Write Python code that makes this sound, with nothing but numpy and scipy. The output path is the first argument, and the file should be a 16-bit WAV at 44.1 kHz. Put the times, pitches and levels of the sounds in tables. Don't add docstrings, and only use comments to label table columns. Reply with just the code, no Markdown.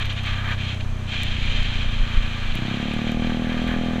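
import sys
import numpy as np
from scipy import signal
from scipy.fft import rfft, irfft
from scipy.io import wavfile

SR = 44100
rng = np.random.default_rng(int(sys.argv[2]) if len(sys.argv) > 2 else 0)


def waveform_to_disk(signal):
    frames = np.transpose(np.atleast_2d(signal))
    scaled = np.clip(frames, -1, 1) * 32767
    samples = np.round(scaled).astype(np.int16)
    wavfile.write(sys.argv[1], SR, samples)


def volts_from_db(level):
    exponent = np.asarray(level, float) / 20
    return 10 ** exponent


N = 176400

# (time [s], rate [firings per s])
FIRING_RATE = [(0.0, 33.5), (0.13, 32.3), (0.47, 31.95), (0.71, 31.05), (0.99, 30.71), (1.5, 29.98),
               (1.75, 29.1), (2.15, 28.51), (2.51, 28.39), (2.61, 31.52), (2.8, 35.27), (3.0, 38.2),
               (3.25, 40.14), (3.5, 40.43), (3.75, 41.36), (4.0, 40.9)]
# (time [s], level before the extra ring [dB], extra pipe ring [dB])
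COASTING = [(0, -27.5, -8.5), (.6, -27, -3), (1.2, -30, 4.5), (1.8, -29, 3.5), (2.54, -30, 2)]
# (time [s], level [dB], share of the labouring tone [0-1])
PULLING = [(2.55, -25.5, 0.89), (2.7, -24, 0.64), (2.85, -26, 0.19), (3.0, -24.5, 0.23),
           (3.25, -23.5, 0.16), (3.5, -24.5, 0.13), (4.0, -24, 0)]
# (frequency [Hz], gain [dB])
COAST_BODY = [(20, -29), (60, -4.5), (93, 3), (125, -2), (160, -12), (185, -18), (228, -6.5), (260, -20),
              (290, -25.5), (400, -35)]
# (frequency [Hz], gain [dB])
PULL_BODY = [(40, -9), (80, -4), (125, -9), (165, -1.5), (205, -1), (245, 4), (285, -8), (328, -13.5),
             (410, -13.5), (450, -23), (495, -9.5), (570, -18), (615, -12), (655, -32.5), (705, -7.5),
             (780, -26.5), (830, -13), (900, -37.5)]
# (frequency [Hz], gain [dB])
LABOUR_BODY = [(20, -38), (70, -11.5), (110, 2), (170, -1.5), (225, -6.5), (270, -10.5), (320, -10.5),
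               (400, -22), (520, -39), (680, -16), (850, -44)]
# (frequency [Hz], gain [dB])
BODY_END = (5000, -130)
# (time [s], level [dB])
SPRAY = [(0.0, -31.5), (0.03, -28), (0.04, -42.5), (0.05, -31), (0.09, -41), (0.1, -28.5), (0.15, -41),
         (0.18, -32.5), (0.23, -42.5), (0.24, -32.5), (0.28, -29.5), (0.44, -40), (0.46, -35),
         (0.54, -31.5), (0.56, -44.5), (0.61, -33), (0.73, -32), (0.79, -47.5), (0.81, -32.5), (0.82, -48),
         (0.93, -55), (1.07, -43.5), (1.09, -33), (1.19, -29), (1.41, -34), (1.43, -29.5), (1.82, -31.5),
         (1.86, -35), (3.12, -34.5), (3.17, -40.5), (3.25, -34.5), (3.39, -39), (3.6, -35.5), (4.0, -39.5)]
# (frequency [Hz], relative density [dB per Hz])
SPRAY_COLOUR = [(410, -59), (700, -7.5), (1060, -13.5), (2050, -4.5), (2770, -1), (3190, -0.5),
                (4130, -10.5), (5290, -23), (7310, -21.5), (8110, -36), (15500, -72)]
# (time [s], level relative to the spray [dB])
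SPLASH = [(0, -7), (.3, -4), (.5, 2), (.6, -9.5), (1.1, -45), (1.8, -13), (2.1, -3.5), (2.6, -9.5),
          (4, -0.5)]
# (frequency [Hz], relative density [dB per Hz])
SPLASH_COLOUR = [(400, -8), (800, 2.5), (1150, 1.5), (1600, 0), (2100, 1), (3000, -31.5)]
# (centre [Hz], width [Hz], lift at a housing share of 1 [dB])
HOUSING = [(1188, 93, 6), (1648, 460, 6), (2405, 277, 9.5), (3173, 220, 9.5), (3655, 57, 9.5),
           (4090, 390, 9), (6080, 340, 5.5)]
# (frequency [Hz], relative density [dB per Hz])
ROAD_COLOUR = [(150, -1), (250, -6), (313, -9), (614, -10), (1070, -13), (3220, -20), (4300, -27),
               (5300, -30.5), (6300, -27), (8500, -35), (9600, -41.5), (10600, -38), (11600, -43.5),
               (15500, -46)]
# (time [s], level [dB])
WIND = [(0.0, -29.5), (.4, -29.5), (.53, -25.5), (.75, -35), (.92, -25.5), (1.12, -31.5), (1.32, -23.5),
        (1.6, -21.5), (1.88, -22), (2.1, -30.5), (3.15, -28.5), (3.8, -27.5), (4.0, -33.5)]
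# (time [s], strength before decay and smoothing [dB], swing [Hz], push +1 or pull -1)
BUFFETS = [(1.918, -15, 25, -1), (2.0, -5.5, 26.4, -1), (2.142, -8.5, 19, 1), (2.169, -3.5, 29.8, -1),
           (2.237, -18, 19, -1)]
# (time [s], ring strength before decay and low cut [dB], ring pitch [Hz])
RAINDROPS = [(.0568, -32, 5200), (.1301, -41, 10500), (.2354, -37, 8000), (.2618, -37, 8500),
             (.745, -46, 10000), (1.2338, -26, 8800), (1.2345, -32, 10800), (1.46, -44, 10500),
             (1.6327, -39, 8500), (2.5538, -35, 11500), (2.5542, -27, 4400), (2.9382, -37, 10800),
             (3.1183, -33, 7500), (3.6257, -45, 9000), (3.6785, -39, 9000), (3.7245, -44, 7000)]


def rms_one(x):
    return x / np.sqrt(np.mean(x ** 2) + 1e-20)


def in_time(rows, axis=1):
    rows = np.array(rows)
    return np.interp(np.arange(N) / SR, rows[:, 0], rows[:, axis])


def drift(rate_hz):
    pole = np.exp(-80 * np.pi * rate_hz / SR)
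    noise = rng.standard_normal(N // 40 + 2002)
    slow = signal.lfilter([1], [1, -2 * pole, pole * pole], noise)[2000:]
    return np.interp(np.arange(N) / 40, np.arange(len(slow)), rms_one(slow))


def ring(clicks, hz, t60_s):
    pole = volts_from_db(-60 / (t60_s * SR))
    step = 2 * np.pi * hz / SR
    feedback = [1, -2 * pole * np.cos(step), pole * pole]
    return signal.lfilter([0, np.sin(step)], feedback, clicks + 1e-18)


def colour(x, spectrum, housing_share):
    hz = np.arange(N // 2 + 1) * SR / N + 1
    points = np.array(spectrum)
    lift_db = sum(db / (1 + (2 * (hz - centre) / width) ** 2) for centre, width, db in HOUSING)
    tone_db = np.interp(np.log(hz), np.log(points[:, 0]), points[:, 1])
    return rms_one(irfft(rfft(x) * volts_from_db(tone_db + housing_share * lift_db), N))


def firing_cycles():
    throttle_opens_s = 2.545
    cycles = np.cumsum(in_time(FIRING_RATE)) / SR
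    opens = int(throttle_opens_s * SR)
    cycles = cycles - cycles[opens] - .265
    return cycles, opens


def firing_samples(cycles):
    return np.flatnonzero(np.diff(np.floor(cycles)) > 0)


def exhaust(firings, jitter_s, bodies):
    firing_spread_db = .5
    pipe_echo_s = 0.00916
    muffler_lag_s, muffler_hz = 0.0019, 394
    chance = rng.standard_normal((len(firings), 2))
    places = firings + (chance[:, 0] * jitter_s * SR).astype(int)
    clicks = np.zeros(N + SR)
    clicks[np.clip(places, 0, N - 1)] = volts_from_db(firing_spread_db * chance[:, 1])
    hz = np.arange((N + SR) // 2 + 1) * SR / (N + SR) + 1
    lag = np.exp(-2j * np.pi * muffler_lag_s * muffler_hz * np.arctan(hz / muffler_hz))
    outs = []
    for body, echo_db in bodies:
        points = np.array(body + [BODY_END])
        body_db = np.interp(np.log(hz), np.log(points[:, 0]), points[:, 1])
        cepstrum = irfft(body_db * np.log(10) / 20)
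        cepstrum[1:len(hz) - 1] *= 2
        cepstrum[len(hz):] = 0
        echo = 1 + volts_from_db(echo_db) * np.exp(-2j * np.pi * hz * pipe_echo_s)
        out = irfft(rfft(clicks) * np.exp(rfft(cepstrum)) * lag * echo)[:N]
        outs.append(out / np.std(out[firings[0]:firings[-1]]))
    return outs


def coasting(cycles, opens):
    jitter_s, echo_db, split_hz = .00015, -21, 190
    firings = firing_samples(cycles)
    puffs, = exhaust(firings[firings < opens], jitter_s, [(COAST_BODY, echo_db)])
    upper = signal.butter(4, split_hz, "high", fs=SR, output="sos")
    pipe_ring = signal.sosfiltfilt(upper, puffs)
    extra_ring = volts_from_db(in_time(COASTING, axis=2)) - 1
    return volts_from_db(in_time(COASTING)) * (puffs + extra_ring * pipe_ring)


def gear_whine(cycles, opens):
    level = volts_from_db(-53 + 2.0 * drift(14))
    return level * np.sin(2 * np.pi * 20 * cycles) * (np.arange(N) < opens)


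def splash():
    tone = colour(rng.standard_normal(N), SPLASH_COLOUR, housing_share=1.95)
    return volts_from_db(in_time(SPLASH) + 2.54 * drift(4.3)) * tone


def spray():
    droplets_per_s, spread_db = 3500, 3
    droplet_share = 0.41
    sizes = volts_from_db(spread_db * np.minimum(rng.exponential(1, N), 5)) * rng.choice([-1, 1], N)
    droplets = rms_one(sizes * (rng.random(N) < droplets_per_s / SR))
    hiss = rng.standard_normal(N)
    source = np.sqrt(droplet_share) * droplets + np.sqrt(1 - droplet_share) * hiss
    level = volts_from_db(in_time(SPRAY) + 1.09 * drift(40))
    return level * (colour(source, SPRAY_COLOUR, housing_share=0.82) + splash())


def road():
    return volts_from_db(-39 + 0.27 * drift(17)) * colour(rng.standard_normal(N), ROAD_COLOUR, housing_share=0.59)


def wind():
    low_hz, high_hz = 8.1, 29.2
    lump_db, lump_rate_hz = 2.5, 5
    band = signal.butter(2, [low_hz, high_hz], "band", fs=SR, output="sos")
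    rumble = rms_one(signal.sosfilt(band, rng.standard_normal(N + SR))[SR:])
    return volts_from_db(in_time(WIND) + lump_db * drift(lump_rate_hz)) * rumble


def thin(x):
    return signal.sosfilt(signal.butter(2, 3000, "high", fs=SR, output="sos"), x)


def treble_crackle():
    per_s, least_db, spread_db = 40, -56, 3
    strength = volts_from_db(least_db + spread_db * np.minimum(rng.exponential(1, N), 3))
    return thin(strength * (rng.random(N) < per_s / SR))


def raindrops():
    t60_s, crack_db = .002, 10
    out = np.zeros(N)
    for s, db, hz in RAINDROPS:
        click = np.zeros(N)
        click[int(s * SR)] = volts_from_db(db)
        out += volts_from_db(crack_db) * click + ring(click, hz, t60_s)
    return thin(out)


def buffets():
    t60_s = 0.18
    out = np.zeros(N)
    for s, db, hz, way in BUFFETS:
        push = np.zeros(N)
        push[int(s * SR)] = way * volts_from_db(db)
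        out += signal.lfilter([.015], [1, -.985], ring(push, hz, t60_s))
    return out


def pulling(cycles, opens):
    jitter_s, labour_echo_db, free_echo_db = .00006, -7, -11
    firings = firing_samples(cycles)
    bodies = [(LABOUR_BODY, labour_echo_db), (PULL_BODY, free_echo_db)]
    labour, free = exhaust(firings[firings >= opens], jitter_s, bodies)
    share = in_time(PULLING, axis=2)
    return volts_from_db(in_time(PULLING)) * (share * labour + (1 - share) * free)


def scene():
    cycles, opens = firing_cycles()
    engine = coasting(cycles, opens) + gear_whine(cycles, opens) + pulling(cycles, opens)
    air = wind() + buffets()
    ticks = treble_crackle() + raindrops()
    return (engine + spray() + road() + air + ticks)[None]


def top_cut(x):
    return signal.sosfilt(signal.butter(12, 15720, fs=SR, output="sos"), x)


def record(dry):
    low = signal.butter(1, 5.7, "high", fs=SR, output="sos")
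    top = signal.cheby2(20, 40, 15450, fs=SR, output="sos")
    mix = signal.sosfilt(np.vstack([low, top]), dry)
    return top_cut(mix)


dry = scene()
out = record(dry)
waveform_to_disk(out)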